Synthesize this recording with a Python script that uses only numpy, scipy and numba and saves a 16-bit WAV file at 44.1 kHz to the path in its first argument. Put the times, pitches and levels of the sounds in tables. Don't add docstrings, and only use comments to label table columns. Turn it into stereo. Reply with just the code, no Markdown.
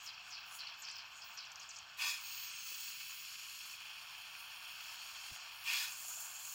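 import sys
import numpy as np
from scipy import signal
from scipy.fft import rfft, irfft, next_fast_len
from scipy.io import wavfile
from scipy.ndimage import uniform_filter1d, map_coordinates
from numba import njit

SR = 44100
rng = np.random.default_rng(int(sys.argv[2]) if len(sys.argv) > 2 else 0)


def output_pcm(signal):
    pcm = np.clip(np.atleast_2d(signal).T, -1, 1) * 32767
    wavfile.write(sys.argv[1], SR, np.round(pcm).astype(np.int16))


N = 288414
TIME = np.arange(N) / SR

# [start t/s, end t/s, relative level of the rush/dB, relative level of the ring/dB]
SPURT_EVENTS = [(1.968, 2.105, -40.5, -37.5), (5.635, 5.831, -38.5, -39.5)]
# [start t/s, length t/s, first f/Hz, last f/Hz, relative level/dB]
SQUIRT_EVENTS = [(.062, 0.044, 6360, 4200, -47), (0.135, 0.017, 5600, 4540, -53),
                 (0.302, 0.065, 7050, 4400, -51.5), (0.334, 0.094, 4760, 4200, -54.5),
                 (0.585, 0.064, 5170, 3950, -49), (0.623, 0.07, 3040, 2800, -53),
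                 (0.667, 0.046, 4500, 4000, -49.5), (0.818, 0.071, 7900, 4670, -49.5),
                 (0.885, 0.036, 6600, 4530, -50), (0.912, 0.036, 8060, 4700, -51.5),
                 (0.954, 0.022, 5600, 4800, -50), (0.982, 0.051, 5100, 4500, -51.5),
                 (1.216, 0.052, 5200, 5000, -53), (1.369, 0.077, 6260, 3970, -49),
                 (1.45, 0.028, 7000, 5070, -56), (1.516, 0.0081, 6800, 6300, -49),
                 (1.557, 0.0061, 6560, 5170, -45), (1.596, 0.048, 6860, 4670, -51.5),
                 (1.69, 0.016, 6860, 6160, -47.5), (1.706, 0.0094, 6600, 4930, -45.5),
                 (1.76, 0.018, 5600, 5800, -48), (1.782, 0.01, 6540, 6560, -48),
                 (1.996, 0.038, 2920, 2550, -43.5), (5.66, 0.12, 2710, 2500, -42.5)]
# [centre f/Hz, width f/Hz, depth as level/dB]
RIM_NOTCHES = [(1947, 151, -11.5), (3567, 620, -9.5), (6220, 240, -6)]


def amp(db):
    return 10 ** (np.asarray(db) / 20)


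def unit(x):
    return x / np.sqrt(np.mean(x ** 2))


def curves(rows):
    times, *columns = np.transpose(rows)
    return [np.interp(TIME, times, column) for column in columns]


def add(track, start_s, sound):
    i = int(start_s * SR)
    track[i:i + len(sound)] += sound[:N - i]


def together(*gains):
    return np.sqrt(sum(gain ** 2 for gain in gains))


def swell(start_s, end_s, attack_s, release_s):
    rise = np.clip((TIME - start_s) / max(attack_s, .001), 0, 1)
    return rise * np.exp(-np.maximum(TIME - end_s, 0) / release_s)


def walk(rate):
    hold = max(int(SR / rate), 1)
    steps = rng.standard_normal(N)[np.arange(N) // hold]
    return 1.3 * uniform_filter1d(uniform_filter1d(steps, hold), hold)


def colour(x, spectrum, notches=()):
    size = 2 * next_fast_len(N // 2 + 4096)
    f = np.maximum(np.arange(size // 2 + 1) * SR / size, 1)
    hz, db = np.transpose(spectrum)
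    octaves_outside = np.minimum(np.abs(np.log2(f / np.clip(f, hz[0], hz[-1]))), 1)
    gain_db = np.interp(np.log(f), np.log(hz), db) - 40 * octaves_outside
    gain_db += sum(depth / (1 + (2 * (f - centre) / width) ** 2) for centre, width, depth in notches)
    cepstrum = irfft(np.log(amp(gain_db)))
    cepstrum[1:size // 2] *= 2
    cepstrum[size // 2 + 1:] = 0
    response = np.exp(rfft(cepstrum))
    return unit(irfft(rfft(x, size) * response)[:N])


@njit
def svf(x, hz, width):
    y, band, low = np.empty(len(x)), 0., 0.
    for i in range(len(x)):
        g = np.tan(np.pi * hz[i] / SR)
        k = np.pi * width / SR * (1 + g * g) / g
        v = (band + g * (x[i] - low)) / (1 + g * (g + k))
        band, low, y[i] = 2 * v - band, low + 2 * g * v, k * v
    return y


@njit
def ring_bubbles(starts, hz, cycles, size, rise):
    y = np.zeros(N)
    for k in range(len(starts)):
        count = int(cycles[k] * SR / hz[k])
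        z, step = size[k] + 0j, 2 * np.pi * hz[k] / SR
        turn = np.exp(1j * step - np.log(1000) / count)
        glide = np.exp(1j * step * rise / count)
        for i in range(starts[k], min(starts[k] + count, N)):
            z *= turn
            turn *= glide
            y[i] += z.imag
    return y


def swarm(low_hz, high_hz, cycles, spread_db, count):
    when, size, life, loud, sign = rng.random((count, 5)).T
    starts = (when * N).astype(np.int64)
    low = np.broadcast_to(low_hz, N)[starts]
    hz = low * (high_hz / low) ** size
    strength = amp(-spread_db * np.log(1 - .99 * loud)) * np.sign(sign - .5)
    return ring_bubbles(starts, hz, cycles * (.5 + life), strength, 0.1)


def turbulence(flutter_db, flutter_rate):
    return rng.standard_normal(N) * amp(flutter_db * walk(flutter_rate))


def background():
    # [f/Hz, relative level per Hz/dB]
    room_outline = [(15, -26), (28, -13.5), (55, -1), (80, -2), (120, -0.5), (170, -4.5), (240, -11),
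                    (450, -13.5), (800, -16), (4000, -37), (11000, -20), (16000, -13)]
    side_outline = [(15, -29), (25, 9), (673, -0.5), (1000, -10), (1280, -29), (1760, -23), (3260, -26),
                    (3630, -19), (7890, -14.5), (15000, -1)]
    room = amp(-74) * colour(rng.standard_normal(N), room_outline)
    side_hiss = amp(-88) * colour(rng.standard_normal(N), side_outline)
    return room + side_hiss * np.array([[1], [-1]])


def surges(decay_s):
    full_s, rise_s = 0.098, 0.017
    return together(*(amp(db) * np.sqrt(length / full_s) * swell(s, s + length, rise_s, decay_s)
                      for s, length, _, _, db in SQUIRT_EVENTS))


def bubbling():
    # [t/s, relative level/dB]
    steady_flow = [(0.2, -56.5), (1.1, -57.5), (1.88, -59), (2.3, -52), (2.85, -53), (3.7, -54),
                   (5.5, -53.5), (6.05, -56.5), (6.48, -56.5)]
    level_db, = curves(steady_flow)
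    return together(amp(level_db), amp(-6) * surges(decay_s=0.07))


def fizz(flow):
    # [t/s, pitch of the largest bubbles f/Hz]
    frothing = [(0, 715), (2.0, 688), (2.5, 920), (3.0, 1030), (3.4, 1015), (4.0, 744), (5.3, 716),
                (5.47, 620), (5.7, 770), (6.2, 600), (6.54, 724)]
    # [f/Hz, relative level per Hz/dB]
    large_outline = [(300, -35), (550, -14), (750, -4.5), (1500, 5), (1900, 3.5), (2400, -8), (4000, -43)]
    middle_outline = [(900, -33.5), (1700, -10), (2200, -9), (2600, 0), (3000, -0.5), (3400, 5.5),
                      (4000, -12.5), (5500, -14), (9000, -40)]
    clear_pool_hz, froth_db_per_octave, large_follow = 710, -10.5, 0.13
    largest_hz, = curves(frothing)
    large = swarm(largest_hz, 2120, cycles=8.9, spread_db=1.0, count=14000)
    middle = swarm(2036, 3830, cycles=19.0, spread_db=2.0, count=26000)
    froth_db = froth_db_per_octave * np.log2(np.maximum(largest_hz / clear_pool_hz, 1))
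    large_gain = amp(-57 + froth_db) * (flow / np.median(flow)) ** large_follow
    middle_gain = amp(2) * flow
    return (large_gain * colour(large, large_outline, RIM_NOTCHES)
            + middle_gain * colour(middle, middle_outline, RIM_NOTCHES))


def crackle(flow):
    chance, size = rng.random((2, N))
    ticks = (chance < 700 / SR) * amp(-3.6 * np.log(1 - .975 * size))
    outline = [(550, -21.0), (850, -5.5), (1500, -1.5), (2800, 6.5), (5500, -6.5), (8500, -31.0)]
    return amp(-3.5) * flow * colour(ticks, outline, RIM_NOTCHES)


def film_echo(x, echo_db, lag_s, drift):
    lag = lag_s * SR * (1 + drift * walk(4.1))
    gain = amp(echo_db)
    echo = map_coordinates(x, [np.arange(N) - lag], order=3)
    return (x + gain * echo) / np.sqrt(1 + gain ** 2)


def leak(flow):
    # [t/s, relative level of the hiss/dB, relative level of the fine hiss/dB]
    open_gap = [(2.24, -60.1, -63), (2.58, -58.5, -65.5), (2.78, -54, -63), (2.91, -54, -59.5),
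                (2.96, -57, -62.7), (3.72, -58, -63), (3.78, -66.2, -67.8), (4.6, -69, -64.5),
                (4.85, -61, -63.5), (5.35, -58.5, -62), (5.39, -60, -71.5), (5.52, -67, -65.5),
                (5.61, -69, -61), (5.92, -55, -56.5), (6.22, -49.5, -53.5), (6.3, -57, -58),
                (6.5, -51, -54)]
    # [start t/s, end t/s, hiss and fine hiss: relative level/dB]
    puff_events = [(-.03, 0.05, -57, -65), (0.216, 0.29, -62, -68.5), (0.442, 0.507, -67, -65),
                   (0.483, 0.568, -56, -58), (.72, .815, -65.5, -86), (1.1, 1.188, -58.5, -69.5),
                   (1.17, 1.35, -65, -80), (1.59, 1.635, -62, -73), (1.66, 1.77, -58.5, -86)]
    # [f/Hz, relative level per Hz/dB]
    spray_outline = [(2500, -14.5), (3600, -12), (4300, 2), (4750, -0.5), (5050, -5), (5450, 1.5),
                     (6100, -9), (7500, -43.5)]
    hiss_outline = [(5000, -20.5), (6200, -6), (6850, 0.5), (7500, -9.5), (8050, -9.5), (8500, -15.5),
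                    (10000, -50)]
    fine_outline = [(7500, -27), (8400, -7.5), (8900, 8), (9300, 2.5), (9750, 0), (10600, 2), (11600, 2.5),
                    (12500, -1.5), (13200, 8), (14500, -9)]
    finest_outline = [(11500, -36), (13100, -22), (14000, -20.5), (14700, -4), (15300, -2), (16000, -5)]
    wet_spray_db, open_spray_db, surge_db = -59.5, -56.5, -9.5
    follows_hiss, follows_bubbling = 0.37, 1.84
    wet_hiss_db, wet_finest_db = -70, -78
    choke_db, choke_release_s, puff_release_s = -3.5, 0.048, 0.026

    hiss_db, fine_db = curves(open_gap)
    cleared = np.clip((TIME - SPURT_EVENTS[0][0]) / 0.075, 0, 1)
    puffs = [(swell(s, end, end - s, puff_release_s), puff_db, puff_fine_db)
             for s, end, puff_db, puff_fine_db in puff_events]
    hiss_gain = together(cleared * amp(hiss_db), *(shape * amp(db) for shape, db, _ in puffs))
    fine_gain = together(cleared * amp(fine_db + 2.5), *(shape * amp(db) for shape, _, db in puffs))

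    starving = sum(swell(s, s + length, .02, choke_release_s) for s, length, *_ in SQUIRT_EVENTS)
    choke = amp(choke_db * np.minimum(starving, 1))
    hiss_gain = together(choke * amp(wet_hiss_db), hiss_gain)
    finest_gain = together(choke * amp(wet_finest_db), fine_gain)

    wetness = np.minimum(flow / np.median(flow), 1.4)
    open_spray = amp(open_spray_db + follows_hiss * (hiss_db - np.median(hiss_db)))
    open_spray = open_spray * wetness ** follows_bubbling
    spray_gain = together(amp(wet_spray_db) * (1 - cleared) * wetness, cleared * open_spray,
                          amp(surge_db) * surges(decay_s=0.062))

    tiny_bubbles = swarm(3300, 7150, cycles=14, spread_db=0.0, count=26000)
    spray = colour(tiny_bubbles, spray_outline, RIM_NOTCHES) * spray_gain * amp(2.5)
    hiss = colour(turbulence(1.3, 500), hiss_outline, RIM_NOTCHES) * hiss_gain * amp(2.9)
    fine = colour(turbulence(1.6, 600), fine_outline) * fine_gain
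    finest = colour(turbulence(1.8, 400), finest_outline) * finest_gain
    flicker = amp(2.4 * (1.5 - cleared) * walk(32.6))
    treble = film_echo(flicker * (fine + finest), echo_db=-11, lag_s=0.000452, drift=0.11)
    return spray + hiss + treble


def housing(x, slosh, tilt_db):
    # [f/Hz, width f/Hz, relative level/dB]
    modes = [(1002, 30, -9), (1160, 32, -7), (1510, 45, -13), (1825, 34, -9), (2425, 28, -4), (2508, 58, 0),
             (2585, 24, -5), (2790, 45, -11), (3290, 38, -9), (3388, 34, -2), (3790, 50, -13),
             (4250, 80, -10), (4683, 24, -7), (4850, 34, -8), (5112, 44, -6), (6230, 38, -11),
             (6780, 44, -11)]
    pivot_hz = 2620
    return sum(amp(db + tilt_db * np.log2(hz / pivot_hz)) * svf(x, hz * slosh, 1. * width)
               for hz, width, db in modes)


def reflections(x, wet_db, t60):
    t = TIME[:SR // 5]
    tail = rng.standard_normal(len(t)) * np.exp(-np.log(1000) * t / t60) * (t > .001)
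    return x + amp(wet_db) * signal.fftconvolve(x, tail / np.linalg.norm(tail))[:N]


def jets():
    # [start t/s, end t/s, first f/Hz, last f/Hz, width of each filter f/Hz, relative level/dB]
    jet_events = [(0, .09, 14100, 13700, 900, -66), (.36, .56, 15900, 14800, 700, -70),
                  (0.483, .6, 11000, 10600, 900, -60), (0.764, .84, 13800, 13500, 750, -60),
                  (.94, 1.0, 15800, 14600, 700, -60), (1.03, 1.155, 13000, 13100, 700, -74),
                  (1.22, 1.33, 15600, 15500, 600, -59), (1.32, 1.38, 14800, 13500, 900, -59),
                  (1.49, 1.62, 13400, 13300, 500, -71), (2.19, 2.372, 15500, 15100, 800, -51),
                  (2.2, 2.5, 13200, 13700, 600, -58.5), (2.323, 2.515, 15200, 14500, 900, -49),
                  (2.522, 3.262, 15500, 15000, 700, -53.5), (2.616, 2.93, 15400, 15200, 900, -51),
                  (2.228, 2.76, 6640, 6350, 350, -54.5), (2.206, 2.944, 8300, 8000, 504, -61),
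                  (2.605, 3.764, 10400, 11900, 1090, -63), (5.866, 6.54, 7450, 7500, 350, -56),
                  (6.05, 6.262, 7100, 6900, 350, -51.5)]
    fade_s = 0.036
    out = np.zeros(N)
    for s, end, first_hz, last_hz, width, db in jet_events:
        age = np.linspace(0, 1, int((end - s) * SR))
        slide = first_hz + (last_hz - first_hz) * age
        centre = slide * (1 + 0.0049 * walk(9)[:len(age)])
        band = svf(svf(rng.standard_normal(len(age)), centre, 1. * width), centre, 1. * width)
        fade = np.clip(np.minimum(age, 1 - age) * (end - s) / fade_s, 0, 1)
        add(out, s, amp(db) * unit(band) * fade)
    return out


def squirts():
    out, air = np.zeros(N), turbulence(3.5, 450)
    for s, length, first_hz, last_hz, db in SQUIRT_EVENTS:
        age = np.linspace(0, 1, int(length * SR))
        hz = last_hz + (first_hz - last_hz) * np.exp(-age / 0.33)
        width = 0.28 * last_hz
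        band = svf(svf(air[int(s * SR):][:len(age)], hz, width), hz, width)
        envelope = np.minimum(age / 0.03, 1) * (1 - age) ** 0.33
        add(out, s, amp(db) * unit(band * envelope))
    outline = [(2000, 4.0), (7700, -1.0), (9500, -13)]
    return amp(0.6) * np.std(out) * colour(out, outline, RIM_NOTCHES)


def pops():
    # [t/s, relative peak level/dB, f/Hz]
    pop_events = [(0.606, -26, 4480), (0.886, -23, 4630), (0.901, -23, 4760), (0.9866, -33, 4900),
                  (1.2466, -32, 2650), (1.375, -26, 5700), (1.4435, -30, 2820), (1.7488, -39, 5560),
                  (2.447, -26, 6670), (2.9035, -25, 2800), (3.128, -33.5, 2590), (3.7378, -30, 2490),
                  (4.352, -27, 2520), (4.8067, -26, 2640), (5.362, -32, 6800), (5.46, -27, 2680)]
    out, t = np.zeros(N), TIME[:SR // 50]
    for s, db, hz in pop_events:
        ring = np.sin(2 * np.pi * hz * t) * np.exp(-t / 0.0025)
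        crack = 0.61 * rng.standard_normal(len(t)) * np.exp(-t / 0.00049)
        pop = ring + crack
        add(out, s, amp(db - 7.5) * pop / np.abs(pop).max())
    return signal.sosfilt(signal.butter(4, [750, 7500], "band", fs=SR, output="sos"), out)


def spurts():
    # [f/Hz, relative level per Hz/dB]
    rush_outline = [(350, -46), (600, -38), (850, -33), (1500, -0.5), (2000, 3), (2700, -7.5), (3600, 6),
                    (5000, -3), (6800, 1), (8000, -3.5), (10000, -10.5), (13000, -5), (16000, -3)]
    rush_attack_s, rush_release_s = 0.13, 0.049
    lag_s, attack_s, sag_db_per_s, release_s = 0.0089, 0.046, -21, 0.069
    brightening, level_age_s = 53, 0.069
    rush_gain = ring_gain = tilt_db = 0
    for s, end, rush_db, ring_db in SPURT_EVENTS:
        rush_gain += amp(rush_db) * swell(s, end, rush_attack_s, rush_release_s / 2) ** .5
        sag_db = sag_db_per_s * np.maximum(TIME - s - lag_s - attack_s, 0)
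        ring_gain += amp(ring_db + sag_db) * swell(s + lag_s, end, attack_s, release_s)
        age = np.minimum(TIME - s, level_age_s + 0.056)
        tilt_db = np.where(TIME > s, brightening * (age - level_age_s), tilt_db)
    half_notches = [(hz, width, .5 * db) for hz, width, db in RIM_NOTCHES]
    rush = colour(turbulence(1.7, 350), rush_outline, half_notches)
    slosh = 1 + .002 * walk(40)
    ring = housing(turbulence(0.78, 120), slosh, tilt_db)
    ring = unit(signal.sosfilt(signal.butter(4, 780, "high", fs=SR, output="sos"), ring))
    return amp(-5.0) * rush_gain * rush + ring_gain * ring


def knocks():
    # [t/s, peak level/dB, f/Hz, time to fall 60 dB t/s]
    knock_events = [(2.717, -61, 466, 0.014), (5.304, -70, 317, .04), (5.31, -52.5, 126, 0.046)]
    out, t = np.zeros(N), TIME[:SR // 5]
    for s, db, hz, t60 in knock_events:
        band = signal.butter(2, [hz / 2, hz * 1.34], "band", fs=SR, output="sos")
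        thud = unit(signal.sosfilt(band, rng.standard_normal(len(t))))
        envelope = np.exp(-np.log(1000) * t / t60) * np.minimum(t * hz, 1)
        bump = (np.sin(2 * np.pi * hz * t) + amp(-7) * thud) * envelope
        add(out, s, amp(db) * bump / np.abs(bump).max())
    return out


def scene():
    heave, flow = amp(0.7 * walk(90)), bubbling()
    pool = heave * (fizz(flow) + crackle(flow) + leak(flow)) + jets() + squirts() + pops()
    pool = pool + amp(-14) * housing(pool, np.ones(N), 0)
    near = reflections(pool, wet_db=-12.5, t60=0.16) * amp(-3.0) + spurts() + knocks()
    return near + background()


def record(dry):
    top_hz = 15800
    return signal.sosfilt(signal.ellip(12, .2, 80, top_hz, fs=SR, output="sos"), dry)


dry = scene()
out = record(dry)
output_pcm(out)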